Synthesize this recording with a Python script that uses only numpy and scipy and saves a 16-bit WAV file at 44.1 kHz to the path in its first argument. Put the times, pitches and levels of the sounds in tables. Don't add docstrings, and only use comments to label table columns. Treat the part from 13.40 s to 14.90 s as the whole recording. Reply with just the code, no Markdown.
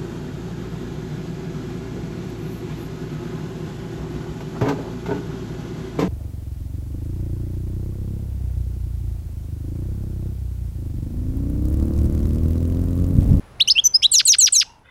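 import sys
import numpy as np
from scipy import signal
from scipy.fft import rfft, irfft
from scipy.io import wavfile
from scipy.ndimage import uniform_filter1d, minimum_filter1d

SR = 44100
rng = np.random.default_rng(int(sys.argv[2]) if len(sys.argv) > 2 else 0)


def dump_mix(stems):
    frames = np.atleast_2d(stems).T
    limited = np.clip(frames, -1, 1)
    pcm = np.round(limited * 32767).astype(np.int16)
    wavfile.write(sys.argv[1], SR, pcm)


def natural_amplitude(level_db):
    exponent = np.asarray(level_db, float) / 20
    return 10 ** exponent


N = 66150

# pitch_hz, level_db (per Hz)
FLOOR_SPECTRUM = [(12, -43.5), (20, 6), (116, -7.5), (759, -14.5), (1090, -15.5), (2600, -25),
                  (2990, -27.5), (16000, -45.5)]
# time_s, level_db
FLOOR_LEVEL = [(0.0, -50.5), (1.34, -59), (1.5, -62)]
# pitch_hz, level_db
HUM = [(70, -61.5), (123, -63.5)]

# time_s, pitch_hz, level_db
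CHIP_1 = [(.197, 2030, -34.5), (.201, 2270, -31.5), (.204, 2700, -18), (.208, 3160, -9.5), (.213, 3694, -7),
          (.219, 4010, -13), (.223, 4210, -13), (.227, 4370, -24.5), (.231, 4480, -37)]
CHIP_1_LOW = [(.214, 3366, -45), (.219, 3673, -22.5), (.223, 3900, -16.5), (.227, 4020, -17.5),
              (.232, 3860, -36)]
CHIP_2 = [(.275, 2560, -26.5), (.279, 2806, -20.5), (.283, 2890, -17), (.288, 3083, -15),
          (.292, 3100, -17.5), (.297, 3260, -30.5)]
CHIP_3 = [(.297, 3183, -29), (.3, 3650, -12), (.304, 4600, -9.5), (.308, 4975, -8.5), (.316, 5260, -9.5),
          (.323, 5180, -15.5), (.328, 5500, -33.5)]
CHIP_3_LOW = [(0.304, 3910, -31.5), (0.309, 4180, -15.5), (0.322, 4540, -16.5), (0.33, 4970, -44.5)]
# time_s, pitch_hz, level_db
CHIP_4 = [
    [(.351, 2400, -40.5), (.355, 2600, -30.5), (.362, 2670, -20), (.373, 2750, -15.5), (.3765, 2800, -21.5)],
    [(.378, 2914, -20), (.380, 2950, -9), (.3833, 3030, -13.5)],
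    [(.3848, 3080, -9.5), (.391, 3200, -11), (.398, 3350, -10.5), (.402, 3450, -22), (.407, 3600, -39)],
]
# time_s, pitch_hz, level_db
CHIP_5 = [(.439, 6460, -25.5), (.443, 6020, -18.5), (.45, 6080, -19.5), (.456, 6080, -8.5),
          (.461, 6085, -7), (.469, 6050, -5.5), (.475, 5883, -16), (.483, 6260, -33.5)]
CHIP_5_HIGH = [(0.441, 6650, -41), (0.444, 6960, -33.5), (.456, 7220, -24), (0.465, 7130, -30.5),
               (.468, 7480, -23.5), (0.474, 7140, -27), (.479, 7050, -47.5)]
CHIP_6 = [(.535, 4750, -42.5), (.542, 4820, -20.5), (.547, 4955, -10.5), (.551, 4990, -7),
          (.555, 5130, -4.5), (.563, 5100, -9), (.569, 5243, -17.5), (.575, 5220, -36.5)]
CHIP_7 = [(.62, 2150, -34.5), (.627, 2476, -33), (.636, 2784, -23.5), (.645, 3216, -12), (.649, 3370, -9.5),
          (.654, 3750, -10), (.658, 3884, -7), (.664, 3976, -9), (.668, 4050, -34)]
CHIP_7_HIGH = [(0.622, 2720, -47), (0.628, 2990, -26.5), (.631, 3140, -18), (0.638, 3363, -16),
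               (0.642, 3515, -21), (.646, 3760, -21), (.65, 3845, -45)]
# time_s, level_db
OCTAVE_2 = [(.275, -21.5), (0.278, -20.5), (.283, -23.5), (.288, -14.5), (.292, -23), (0.299, -28.5)]
OCTAVE_7 = [(.62, -40.5), (.625, -35), (.63, -17), (.634, -20.5), (.639, -33), (.647, -41.5), (.655, -38),
            (.668, -52)]
# time_s, pitch_hz, level_db
GLIDES = [
    [(.7135, 9160, -33.5), (.718, 8720, -14.5), (.723, 8027, -12.5), (.729, 7680, -18), (.743, 7100, -16),
     (.758, 6430, -8), (.768, 5830, -16.5), (.775, 5550, -9.5), (.781, 5500, -27)],
    [(.852, 8900, -17.5), (.86, 8010, -11), (.867, 7740, -17.5), (.876, 7270, -18.5), (.887, 6740, -12),
     (.898, 6300, -9.5), (.907, 5800, -10), (.914, 5670, -10), (.917, 5800, -19.5)],
    [(.983, 8900, -24), (.987, 8460, -12), (.992, 7970, -9.5), (1.013, 7060, -15), (1.027, 6470, -12.5),
     (1.037, 6164, -11.5), (1.046, 5700, -7.5), (1.052, 5720, -11), (1.054, 5850, -31.5)],
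    [(1.1225, 8740, -22), (1.13, 8000, -11), (1.138, 7465, -15), (1.151, 6891, -19.5), (1.168, 6240, -9),
     (1.177, 6090, -18), (1.187, 5500, -12), (1.191, 5530, -9.5), (1.195, 5550, -23)],
]
# time_s, pitch_hz, level_db
UNDERS = [
    [(0.72, 4563, -38), (0.734, 4400, -23.5), (0.744, 4123, -15), (0.754, 3905, -17.5), (0.762, 3455, -31),
     (0.768, 3580, -39)],
    [(0.858, 4800, -40.5), (0.882, 4130, -13), (0.892, 3960, -18), (0.9, 3680, -33)],
    [(0.99, 4724, -40.5), (1.0, 4499, -29.5), (1.02, 4080, -15.5), (1.03, 3972, -26), (1.038, 3925, -43.5)],
    [(1.13, 4720, -41), (1.146, 4258, -25), (1.16, 4020, -17.5), (1.17, 3890, -26), (1.178, 3877, -34)],
]
# start_s, stretch (ratio), pitch (ratio), level_db, flick_short_hz
BREAKS = [
    (0.78, 1.003, 1.002, 5.5, 700),
    (0.9169, 1.035, 1.014, 4.5, 99.6),
    (1.0561, .93, .99, 3.5, 30.1),
    (1.196, 0.97, .995, 3.5, 30.2),
]
# after_break_s, pitch_hz, level_db
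TUMBLE = [(-.001, 6000, -32), (.0015, 6840, -23.5), (.004, 5703, -12), (.007, 4886, -15.5),
          (.011, 5063, -18.5), (.016, 4776, -24.5), (.023, 3400, -21.5), (.031, 2418, -33),
          (.038, 1814, -45)]
TUMBLE_LOW = [(0.012, 4200, -27), (0.014, 3733, -22.5), (0.018, 3027, -23.5), (0.028, 1775, -34.5),
              (.035, 1400, -34.5), (0.037, 1130, -48)]
# after_break_s, level_db
OCTAVE_TUMBLE = [(0, -48), (.002, -39), (.005, -47.5), (.009, -39), (.014, -41.5), (.019, -57)]

# pitch_hz, level_db
THROAT = [(1200, -20), (2200, -11.5), (3500, 0.5), (5000, 6.8), (6500, -11), (8500, -13), (11500, -3.5),
          (16000, -22)]
SOLO_DB = {"chip": [-20, -26, -29.5, -46], "rich": [-42.5, -12.5, -24, -26.5], "whistle": [-14, -28.5, -48,
           -40], "soft": [-28.5, -31, -45.5, -59]}
DUET = [(1, -1), (1, 1), (0, 2), (2, -1), (2, 0), (3, 0), (-1, 2), (2, 1), (1, 2)]
DUET_DB = {"glide": [-20.5, -2.5, 6.5, -5.5, -24, -63.5, -61.5, -58.5, -30.5, -19], "close": [-37.5, -22.5,
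           -29, -41, -21, -25.5, -37, -32, -38.5, -36], "rasp": [-35, -2.5, -12, -22.5, -46.5, -30, -15, -9,
           -11, -20]}
# level_db of each combination tone, then of breath
BUZZ_DB = [-26.5, -6.5, -11, -9, -19, -22, -18.5]

# time_s, pitch_hz, level_db
YELP = [(1.23, 764, -53.5), (1.305, 940, -47.5), (1.325, 942, -53), (1.43, 880, -64)]
CROW = [(1.43, 509, -78), (1.452, 501, -54), (1.5, 510, -52)]
YELP_DB = [2, -20, -7.5]
CROW_DB = [-11, -6, 0.5, -1.5, -9, -12, -7.5]

FLOOR_LIFT_DB = 4.5
WHINE_HZ, WHINE_DB, WHINE_WIDTH_HZ = 10480, -77, 40
ATTACK_S, FADE_S = .001, .00096
FLUTTER_DB, FLUTTER_HZ = .55, 150
WOBBLE, WOBBLE_HZ = .001, 200
PATCHY_DB, PATCHY_HZ = 3, 70
BREATH_LOW_HZ, BREATH_HIGH_HZ = 3200, 12000
BUZZ_TOP_HZ, BUZZ_ROLL_DB = 6000, 26.5
SHORT_FLICK_DB = 8.5
NOTCH_HZ, NOTCH_WIDTH_HZ = 12700, 1100
ROOM_DB, ROOM_T60_S, WALL_CUT_HZ = -29.5, 0.32, 9900
ECHO_S, ECHO_DB = .044, -8
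LIMIT_DB, LIMIT_SMOOTH_S = -5.5, 0.00039
CUTOFF_HZ = 16550


def rms_one(x):
    return x / np.sqrt(np.mean(x ** 2) + 1e-20)


def at_hz(points, hz):
    points_hz, points_db = np.transpose(points)
    return np.interp(np.log(np.maximum(hz, 1)), np.log(points_hz), points_db)


def level_at(s, db):
    return np.interp(np.arange(N) / SR, s, db)


def drift(rate_hz, size=N):
    settle = SR // 20
    r = np.exp(-2 * np.pi * rate_hz / SR)
    slow = signal.lfilter([1], [1, -2 * r, r * r], rng.standard_normal(size + settle))
    return rms_one(slow)[settle:]


def background():
    hz = np.fft.rfftfreq(N, 1 / SR)
    white = rfft(rng.standard_normal(N))
    s, db = np.transpose(FLOOR_LEVEL)
    air = rms_one(irfft(white * natural_amplitude(at_hz(FLOOR_SPECTRUM, hz)), N))
    air = air * natural_amplitude(level_at(s, db) + FLOOR_LIFT_DB)
    lines = [(line_hz, line_db, 8.0) for line_hz, line_db in HUM]
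    lines.append((WHINE_HZ, WHINE_DB, WHINE_WIDTH_HZ))
    electric = np.zeros(N)
    for line_hz, line_db, width_hz in lines:
        narrow = white / (1 + ((hz - line_hz) / width_hz) ** 2)
        electric += natural_amplitude(line_db) * rms_one(irfft(narrow, N))
    return air + natural_amplitude(level_at(s, db - np.mean(db))) * electric


def voice(rows, wobble, flutter_db):
    s, hz, db = np.transpose(rows)
    t = np.arange(N) / SR
    pitch = np.interp(t, s, hz) * (1 + wobble)
    phase = np.cumsum(2 * np.pi * pitch / SR)
    opening = (t - s[0]) / ATTACK_S
    closing = (s[-1] - t) / FADE_S + .5
    gate = np.clip(np.minimum(opening, closing), 0, 1)
    return pitch, phase, level_at(s, db) + flutter_db, gate


def breath(size):
    band = signal.butter(4, [BREATH_LOW_HZ, BREATH_HIGH_HZ], "band", fs=SR, output="sos")
    return rms_one(signal.sosfilt(band, rng.standard_normal(size)))


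def note(one, two, mixes, mixes_db, roll_db=0):
    if two is None:
        two = (one[0], one[1], one[2], 0 * one[3])
    start, size = np.argmax(one[3] + two[3] > 0), SR // 10
    hz_1, phase_1, db_1, gate_1 = (part[start:start + size] for part in one)
    hz_2, phase_2, db_2, gate_2 = (part[start:start + size] for part in two)
    tones = natural_amplitude(db_1) * gate_1 * np.sin(phase_1) + natural_amplitude(db_2) * gate_2 * np.sin(phase_2)
    drive_1 = db_1 - at_hz(THROAT, hz_1)
    drive_2 = db_2 - at_hz(THROAT, hz_2)
    for (m, n), strength_db in zip(mixes, mixes_db):
        hz = np.abs(m * hz_1 + n * hz_2)
        if n == 0:
            db = drive_1
        elif m == 0:
            db = drive_2
        elif m + n == 0:
            db = (drive_1 + drive_2) / 2
        else:
            octaves_over = np.log2(np.maximum(hz / BUZZ_TOP_HZ, 1))
            db = np.minimum(drive_1, drive_2) - roll_db * octaves_over
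        gate = (gate_1 if m else 1) * (gate_2 if n else 1) * (hz < SR / 2)
        db = db + strength_db + at_hz(THROAT, hz) + PATCHY_DB * drift(PATCHY_HZ, size=size)
        phase = m * phase_1 + n * phase_2 + rng.uniform(0, 2 * np.pi)
        tones = tones + natural_amplitude(db) * gate * np.sin(phase)
    breath_db = mixes_db[-1] + (db_1 + db_2) / 2 + PATCHY_DB * drift(PATCHY_HZ, size=size)
    sound = np.zeros(N)
    sound[start:start + size] = np.sqrt(2) * tones + natural_amplitude(breath_db) * gate_1 * breath(size)
    return sound


def octave(rows, levels, chance):
    _, phase, _, gate = voice(rows, *chance)
    return np.sqrt(2) * natural_amplitude(level_at(*np.transpose(levels))) * gate * np.sin(2 * phase)


def chips(left, right):
    solos = [(CHIP_1, "chip"), (CHIP_2, "rich"), (CHIP_6, "whistle")]
    solos += [(part, "soft") for part in CHIP_4]
    duets = [(CHIP_3, CHIP_3_LOW, "close"), (CHIP_5, CHIP_5_HIGH, "close"), (CHIP_7, CHIP_7_HIGH, "rasp")]
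    overtones = [(2, 0), (3, 0), (4, 0)]
    song = note(voice(CHIP_1_LOW, *right), None, [], SOLO_DB["chip"])
    for rows, kind in solos:
        song += note(voice(rows, *left), None, overtones, SOLO_DB[kind])
    for a, b, kind in duets:
        song += note(voice(a, *left), voice(b, *right), DUET, DUET_DB[kind])
    return song + octave(CHIP_2, OCTAVE_2, left) + octave(CHIP_7, OCTAVE_7, left)


def falling_notes(left, right):
    return sum(note(voice(high, *left), voice(low, *right), DUET, DUET_DB["glide"])
               for high, low in zip(GLIDES, UNDERS))


def tumbles(left):
    buzz = [(k + 1, -k) for k in (-2, 1, 2, 3, 4, 5)]
    song = np.zeros(N)
    for s, stretch, ratio, db, short_hz in BREAKS:
        a, b = (np.array(rows) * [stretch, ratio, 1] + [s, 0, db] for rows in (TUMBLE, TUMBLE_LOW))
        a[:2] += [0, -short_hz, SHORT_FLICK_DB * short_hz / 1000]
        song += note(voice(a, *left), voice(b, *left), buzz, BUZZ_DB, BUZZ_ROLL_DB)
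        song += octave(a, np.array(OCTAVE_TUMBLE) + [s, 0], left)
    return song


def finch():
    left, right = [(WOBBLE * drift(WOBBLE_HZ), FLUTTER_DB * drift(FLUTTER_HZ)) for _ in range(2)]
    song = chips(left, right) + falling_notes(left, right) + tumbles(left)
    return signal.lfilter(*signal.iirnotch(NOTCH_HZ, NOTCH_HZ / NOTCH_WIDTH_HZ, fs=SR), song)


def room(x):
    t = np.arange(SR // 2) / SR
    tail = rng.standard_normal(len(t)) * natural_amplitude(-60 * t / ROOM_T60_S) * (t > .004)
    tail = signal.lfilter(*signal.butter(1, WALL_CUT_HZ, fs=SR), tail)
    tail = rms_one(tail) / np.sqrt(len(tail))
    tail[int(ECHO_S * SR)] += natural_amplitude(ECHO_DB)
    return signal.fftconvolve(x, tail)[:N]


def far_call(rows, harmonics_db):
    _, phase, db, gate = voice(rows, .007 * drift(60), 0)
    call = np.zeros(N)
    for k, strength_db in enumerate(harmonics_db, start=1):
        call += natural_amplitude(db + strength_db) * drift(PATCHY_HZ) * np.sin(k * phase)
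    return gate * call


def scene():
    bird = finch()
    far = far_call(YELP, YELP_DB) + far_call(CROW, CROW_DB)
    return (background() + bird + natural_amplitude(ROOM_DB) * room(bird) + far)[None]


def band_limit(x):
    return signal.sosfilt(signal.butter(12, 16290, fs=SR, output="sos"), x)


def record(dry):
    size = int(LIMIT_SMOOTH_S * SR)
    gain = np.minimum(1, natural_amplitude(LIMIT_DB) / (np.abs(dry) + 1e-9))
    held = dry * uniform_filter1d(minimum_filter1d(gain, size=size), size=size)
    low_pass = signal.cheby2(16, 70, CUTOFF_HZ, fs=SR, output="sos")
    mix = signal.sosfilt(low_pass, held)
    return band_limit(mix)


dry = scene()
out = record(dry)
dump_mix(out)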